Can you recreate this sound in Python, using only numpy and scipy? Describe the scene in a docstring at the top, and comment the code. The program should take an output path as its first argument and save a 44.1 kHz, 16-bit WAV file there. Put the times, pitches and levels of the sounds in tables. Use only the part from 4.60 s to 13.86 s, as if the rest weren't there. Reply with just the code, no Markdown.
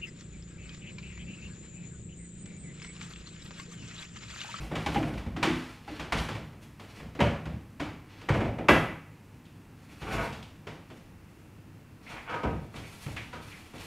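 """A small, hard-floored bedroom, the microphone across the room from a wardrobe where someone rummages.
Over a low steady hum, things are dragged along a shelf and clothes rustle. Knocks on the wood follow and
set hangers, boxes and panels ringing; the hardest lands at about 4 s. After a lull comes another scrape,
then a second lull, and from 7.4 s a last flurry of dragging, knocking and rustling.
The handling reaches the microphone through the room's short echo."""
import sys
import numpy as np
from scipy import signal
from scipy.fft import rfft, irfft, next_fast_len
from scipy.io import wavfile
from scipy.ndimage import uniform_filter1d

SR = 44100
rng = np.random.default_rng(int(sys.argv[2]) if len(sys.argv) > 2 else 0)


def wav_record(signal):
    """Record a signal, one row per channel, as 16-bit PCM in the file named by sys.argv[1]."""
    frames = np.transpose(np.atleast_2d(signal))
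    bounded = np.clip(frames, -1, 1)
    # unit amplitude maps onto the largest positive 16-bit level
    quanta = np.round(bounded * 32767).astype(np.int16)
    wavfile.write(sys.argv[1], SR, quanta)


N = 408366
TIME = np.arange(N) / SR

# The wood's four registers: thud, body, clack, tick. Each row: low edge in Hz, high edge in Hz.
REGISTERS = [(45, 220), (220, 800), (800, 3200), (3200, 15000)]
# The things that ring in the wardrobe, named in the table of bumps.
# Each row: centre of a cluster of modes in Hz, its width in Hz, level in dB, t60 in seconds.
HANGER = [(814, 12, 5.5, 0.1), (2870, 950, -9.5, 0.12)]
SMALL_BOX = [(296, 41, 0, 0.62)]
LARGE_BOX = [(174, 6.7, -11.5, .48), (254, 12.3, -2, 0.47), (315, 9.4, -1, 0.43), (345, 8.4, -8.5, 0.51)]
THIN_PANEL = [(421, 36, 0, 0.099)]
SIDE_WALL = [(67.8, 4, -15, 0.87), (108, 14, -6.5, 0.93), (130, 55, -1, 0.4), (189.4, 26, -14.5, 0.32)]
SHELF = [(574, 30, -1, 0.45), (941, 47, 1.5, 0.22), (2970, 480, -9.5, 0.34)]
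HARD_BOARD = [(577, 20, 2, 0.19), (1287, 12, -6.5, 0.58), (1622, 6, -1.5, .39), (1664, 8, -4.5, .37),
              (1987, 8, -1.5, .52), (2680, 14, -4, .43), (2730, 8.3, -42, 1.8), (3320, 190, -7, 0.39),
              (11000, 4400, -22, 0.57)]
SCUFFED_EDGE = [(2226, 1000, 0, 0.39)]
SCUFFED_BOARD = [(487, 90, -5.5, 0.46), (960, 91, -2, 0.48), (1260, 60, -4, 0.47), (1518, 180, -5.5, 0.38)]


def amp(db):
    """Decibels to gain."""
    return 10 ** (np.asarray(db) / 20)


def evened(x):
    """Scales each row to an rms of 1."""
    return x / np.sqrt(np.mean(x ** 2, axis=-1, keepdims=True) + 1e-20)


def spectrum(points, hz):
    """Gain of a (Hz, dB) table on a log-frequency axis."""
    f, db = np.transpose(points)
    return amp(np.interp(np.log(hz + 1), np.log(f + 1), db))


def coloured(x, gain):
    """Filters each row by gain(Hz), to an rms of 1."""
    count = x.shape[-1]
    size = next_fast_len(count)
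    shaped = rfft(x, size) * gain(np.fft.rfftfreq(size, 1 / SR))
    return evened(irfft(shaped, size)[..., :count])


def add(mix, s, sound):
    """Lays a sound into the mix at s seconds."""
    part = mix[round(s * SR):][:len(sound)]
    part += sound[:len(part)]


def wander(count, hz):
    """A random curve that glides to a new value hz times a second."""
    steps = rng.standard_normal(4000)
    return np.interp(np.arange(count) / SR * hz, np.arange(len(steps)), steps)


def still_room(air_db=-52, waver=0.2):
    """Low rumble of the house with a few wavering tones."""
    # Each row: frequency in Hz, relative level of the room's air in dB.
    air_colour = [(12, -43), (20, -13), (41, -10), (103, -2.5), (333, -9.5), (372, -17.5), (404, -16.5),
                  (649, -23), (767, -22), (857, -22.5), (1720, -26.5), (1920, -26.5), (2610, -28.5),
                  (3450, -36), (15500, -43.5)]
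    # Each row: pitch of a tone in Hz, level in dB.
    tones = [(101, -60), (155, -64.5), (2700, -81)]
    air = amp(air_db) * coloured(rng.standard_normal(N), lambda hz: spectrum(air_colour, hz))
    hum = sum(amp(db) * np.sin(2 * np.pi * hz * TIME + wander(N, 5)) * (1 + waver * wander(N, 4))
              for hz, db in tones)
    return air + np.sqrt(2) * hum


def microphone_hiss(level_db=-77):
    """The microphone's own faint, steady noise."""
    # Each row: frequency in Hz, relative level in dB.
    colour = [(100, 1.5), (1000, -4), (4000, -20.5), (7000, -10.5), (12000, -1.5), (15500, -2.5)]
    return amp(level_db) * coloured(rng.standard_normal(N), lambda hz: spectrum(colour, hz))


def stroke(start, length, crest):
    """Speed of one arm movement, 0 to 1: fastest at the share `crest` of its length."""
    progress = np.clip((TIME - start) / length, 0, 1)
    skew = np.log(.5) / np.log(crest)
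    return np.sin(np.pi * progress ** skew)


def wardrobe(push, register):
    """One register of the wardrobe's answer to a push: broad colour with panel resonances."""
    # Wood heard across the room. Each row: frequency in Hz, relative level in dB.
    wood = [(35, -29), (55, 5.5), (110, -1), (300, 1.5), (450, -2.5), (1000, -3.5), (2300, -8.5),
            (3100, -15.5), (4000, -24.5), (7000, -34), (11000, -44.5), (15500, -54)]
    # Panel and shelf resonances. Each row: centre in Hz, width in Hz, dB above the broad colour.
    panels = [(70, 20, 2.5), (112, 15, 7.5), (158.7, 8.7, 12.5), (235.6, 8.2, 6.5), (319, 11.4, 4.5),
              (441, 11, 4), (540, 51, 2), (654, 4.9, 7.5), (840, 150, 0), (1273, 10, -1), (1614, 13, -12),
              (1980, 17, 3.5), (2300, 68, 4.5), (2640, 11, 6), (2933, 32, 3.5)]
    low, high = register

    def gain(hz):
        peaks = 1 + sum((amp(db) - 1) / (1 + (2 * (hz - f) / width) ** 2) for f, width, db in panels)
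        band = 1 / np.sqrt((1 + (low / (hz + 1)) ** 12) * (1 + (hz / high) ** 12))
        return spectrum(wood, hz) * peaks * band
    return coloured(push, gain)


def reflections(t, spiky=0.41, blur_s=0.075):
    """Echoes off the walls: separate at first, then merging into a smooth wash."""
    sign, size = rng.standard_normal((2, len(t)))
    spread = spiky * np.exp(-t / blur_s)
    return sign * np.exp(spread * size - spread ** 2)


def dying(t, rise_s, t60, early, early_s=0.015):
    """Quick rise, a short burst of direct sound and nearest reflections, then a steady decay."""
    return (1 - np.exp(-t / rise_s)) * amp(-60 * t / t60) * (1 + early * np.exp(-(t / early_s) ** 2))


def bedroom(x, t60=0.59, early=1.1):
    """Carries a continuous sound across the room to the microphone."""
    t = np.arange(SR // 2) / SR
    response = reflections(t) * dying(t, 0.0015, t60, early)
    return signal.fftconvolve(x, response / np.linalg.norm(response))[:N]


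def drags(level_db=-1, slips_per_s=300, judder_db=3):
    """A dragged thing sticks and slips: a stream of uneven little blows shakes the shelf."""
    # Each row: start of a pull in seconds, length in seconds, rumble in dB, scrape in dB.
    pulls = [(-.12, 0.19, -33, -51), (.15, 0.49, -33, -56), (5.37, 0.32, -31.5, -36),
             (7.43, 0.17, -49, -45.5), (7.636, 0.12, -51, -34.5)]
    out = np.zeros(N)
    for start, length, rumble_db, scrape_db in pulls:
        force = stroke(start, length, crest=0.65)[(TIME >= start) & (TIME < start + length)]
        count = len(force)
        chance, size = rng.random(N)[:count], rng.standard_normal(N)[:count]
        slips = size * (chance < slips_per_s / SR) * amp(judder_db * wander(count, 74.5))
        slips /= np.sqrt(abs(uniform_filter1d(slips ** 2, size=2500)) + 1e-5)  # the hand pulls evenly
        body_db = (rumble_db + scrape_db) / 2 - 3
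        for db, register in zip([rumble_db, body_db, scrape_db], REGISTERS):
            add(out, max(start, 0), amp(db) * force * wardrobe(slips, register))
    return amp(level_db) * bedroom(out)


def clothes(level_db=0.5, idle_db=-74.5, creases_per_s=600, clump_db=3.5, uneven_db=4, swish=0.081):
    """Fabric swishes and its creases snap in small clumps, a few of them much louder than the rest."""
    # Each row: frequency in Hz, relative level of the fabric in dB.
    colour = [(200, 11.5), (450, 10), (1500, 8), (2600, 9.5), (4000, 3), (7000, -4), (11000, -9),
              (13500, -14), (15500, -21)]
    # Handfuls pushed aside or lifted. Each row: start in seconds, length in seconds, level in dB,
    # sheen in dB (silkier cloth has more top treble).
    handfuls = [(-.1, 0.22, -47.5, 2), (0.104, 0.5, -50.5, 3), (0.907, 0.28, -46.5, -3.5),
                (1.219, 0.28, -50, -9), (1.539, 0.12, -36, -1.5), (1.996, 0.058, -55, 5),
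                (2.177, 0.12, -59, 5), (2.26, .16, -51, -5), (3.454, 0.21, -52, -19), (3.73, 0.059, -51, 3),
                (5.165, 0.66, -57, 3), (5.441, 0.26, -47, -1.5), (6.27, 0.2, -66, 4), (6.68, 0.2, -76, 14),
                (7.4, 0.25, -48.5, -4.5), (7.7, 0.49, -60, -1), (8.096, 0.22, -52, 5.5),
                (8.242, 0.32, -50, 7), (8.46, 0.34, -54, 2), (8.768, 0.36, -50, 3.5),
                (9.087, 0.39, -47.5, 3)]
    size = rng.choice([-1, 1], N) * amp(uneven_db * np.minimum(rng.exponential(1, N), 4))
    creases = evened(size) * (rng.random(N) < creases_per_s / SR)
    grain = (creases + swish * rng.standard_normal(N)) * amp(clump_db * wander(N, 40))
    cloth = coloured(grain, lambda hz: spectrum(colour, hz))
    treble = signal.sosfiltfilt(signal.butter(2, 6500, "high", fs=SR, output="sos"), cloth)
    handled = sum(amp(db) * stroke(start, length, crest=0.44) * (cloth + (amp(sheen_db) - 1) * treble)
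                  for start, length, db, sheen_db in handfuls)
    stirring = amp(idle_db) * cloth
    return amp(level_db) * bedroom(handled + stirring)


def knocks(clack_db=-5, tick_db=-14.5, ordinary_db=-34.5, rebound_s=0.053, rebound_rise_s=0.006):
    """A thing hits wood, rocks back and lands again, duller; each has its own path to the microphone."""
    # Each row: time in seconds, strength in dB, hardness in dB (tick up, body down),
    # weight in dB (extra thud), contact time in seconds (long for a glancing scuff).
    hits = [(0.107, -36, -2.5, 1.5, 0.0098), (0.153, -33.5, 4, -6, 0.0015),
            (0.261, -31.5, 4.5, 0.5, 0.00056), (0.345, -34.5, 3, 4, .001),
            (0.358, -38.5, -8.5, -10, 0.0017), (0.427, -37, -2.5, -15, .0008), (0.537, -48, 5, 4, .001),
            (0.576, -42.5, 3.5, -5, 0.00087), (0.66, -45.5, -1.5, 14, 0.0039), (0.762, -37, 1, -5, .0028),
            (0.826, -24, 6, -5, 0.003), (1.277, -44, 0, 0, 0.0016), (1.394, -36, 4, -7, 0.0026),
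            (1.521, -27, 4.5, -3, 0.0013), (1.58, -42.5, 12, 2, .003), (1.686, -36, 3.5, -11, 0.0009),
            (1.75, -41.5, 3, 3.5, .001), (1.928, -56.5, -2, 6, 0.00092), (2.195, -46, 3, -9, .0018),
            (2.399, -46.5, 0, 6, .001), (2.549, -45, 0.5, 4, .001), (2.588, -33, -5.5, -5, 0.0047),
            (2.602, -25, 0.5, 2.5, 0.0022), (2.855, -41.5, 0, 9.5, .0008), (3.195, -33, 2.5, -3.5, 0.006),
            (3.612, -47.5, 4, -8, .002), (3.685, -27.5, -1, -7.5, 0.0039), (3.74, -33, -3, 3, .001),
            (3.803, -33.5, -4, -2, 0.0035), (3.85, -40.5, -6.5, 11, .001), (3.984, -39.5, -5.5, 2, .001),
            (4.084, -17.5, 0, -5, 0.00082), (4.852, -64.5, 13.5, 0, 0.0009), (5.41, -38.5, 3.5, -1, 0.012),
            (5.51, -41.5, 1, -5, .001), (5.725, -50, 13.5, -9, .0007), (5.826, -51.5, 11.5, -20, 0.00076),
            (6.067, -39.5, 3, -6.5, 0.0038), (6.301, -48.5, 1, -19, .001), (7.687, -41, 5.5, -7, 0.013),
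            (7.737, -39, 0.5, -4, 0.0048), (7.831, -36.5, -3.5, 0.5, 0.0018),
            (7.846, -40, -9.5, 11, 0.0011), (8.14, -46.5, -1.5, 2, .001), (8.158, -42.5, 7, -4, 0.0032),
            (8.462, -43, 1, 4, .0008), (8.561, -40.5, 7.5, -19, 0.0033), (8.723, -40, 3.5, -2, 0.0095),
            (9.133, -47.5, -2.5, -3, 0.0039), (9.179, -55, 14.5, -8, 0.00092)]
    # The room's echo, thud to tick. Each row: rise in seconds, t60 in seconds, extra early gain.
    echoes = [(0.015, 0.59, 0.62), (0.0048, 0.51, 0.15), (0.00049, 0.56, 0.7), (0.00037, 0.52, 0.71)]
    rebound_db = [-5, -12, -14, -16.5]  # thud to tick
    out, t = np.zeros(N), np.arange(SR // 2) / SR
    times, strength, hardness, weight, contact_s = np.transpose(hits)
    crack_db = 0.1779 * (strength - ordinary_db)  # firmer blows crack more in the midrange
    levels = strength + np.array([weight, -hardness, clack_db + crack_db, tick_db + hardness])
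    pressing = 1 - np.exp(-(t / contact_s[:, None]) ** 2)  # the force grows over the contact time
    soft_landing = 1 - np.exp(-t / rebound_rise_s)
    paths = np.array([[reflections(t) for _ in REGISTERS] for _ in hits])
    for k, (register, echo) in enumerate(zip(REGISTERS, echoes)):
        blows = wardrobe(paths[:, k], register) * dying(t, *echo) * pressing
        rebounds = np.roll(blows, 1, axis=0)
        for s, db, blow, rebound in zip(times, levels[k], blows, rebounds):
            add(out, s, amp(db) * blow)
            add(out, s + rebound_s, amp(db + rebound_db[k]) * soft_landing * rebound)
    return out


def rings(rise_s=0.0019, steady=0.58):
    """Bumped things ring, their close modes beating as they die: the wider the cluster, the faster."""
    # Each row: time in seconds, the thing bumped or scraped, strength in dB.
    bumps = [(.158, HANGER, -43), (.262, HANGER, -32.5), (0.287, SMALL_BOX, -33.5), (.359, HANGER, -27.5),
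             (.378, SMALL_BOX, -30.5), (0.769, LARGE_BOX, -38), (.83, HANGER, -34),
             (0.874, LARGE_BOX, -24.5), (1.278, HANGER, -45), (1.304, SMALL_BOX, -41),
             (1.53, THIN_PANEL, -31), (1.717, SIDE_WALL, -35.5), (2.605, SHELF, -27),
             (3.208, SMALL_BOX, -38), (3.704, SIDE_WALL, -23), (4.087, HARD_BOARD, -24.5),
             (5.292, SCUFFED_EDGE, -59), (5.54, THIN_PANEL, -34.5), (5.595, SCUFFED_BOARD, -36.5),
             (6.069, THIN_PANEL, -35), (6.122, THIN_PANEL, -41), (7.464, SCUFFED_EDGE, -46),
             (7.566, SCUFFED_EDGE, -45), (7.692, SCUFFED_BOARD, -37.5), (7.739, SCUFFED_BOARD, -33.5),
             (7.835, SCUFFED_BOARD, -34.5), (8.236, SCUFFED_EDGE, -49), (8.464, SIDE_WALL, -34),
             (8.566, SCUFFED_EDGE, -38), (8.729, SCUFFED_BOARD, -43.5), (8.916, SCUFFED_EDGE, -46.5)]
    out, t = np.zeros(N), np.arange(2 ** 15) / SR
    for s, thing, strength_db in bumps:
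        for hz, width, db, t60 in thing:
            beating = evened(abs(steady + wander(len(t), width) + 1j * wander(len(t), width)))
            drift = np.sqrt(np.pi * width / SR) * np.cumsum(rng.standard_normal(len(t)))
            phase = 2 * np.pi * hz * t + uniform_filter1d(drift, int(SR / width / 2) + 1)
            cluster = np.sqrt(2 * beating) * np.sin(phase)
            add(out, s, amp(strength_db + db) * cluster * dying(t, rise_s, t60, early=0))
    return out


def scene():
    """Wardrobe and room sit dead centre; only the microphone hiss has width."""
    middle = knocks() + rings() + drags() + clothes() + still_room()
    side = microphone_hiss()
    return np.array([middle + side, middle - side])


def record(dry, edge_hz=15700):
    """The recorder's band limit."""
    lowpass = signal.firwin(511, edge_hz, window=("kaiser", 9), fs=SR)
    return signal.oaconvolve(dry, lowpass[None], "same", axes=1)


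dry = scene()
out = record(dry)
wav_record(out)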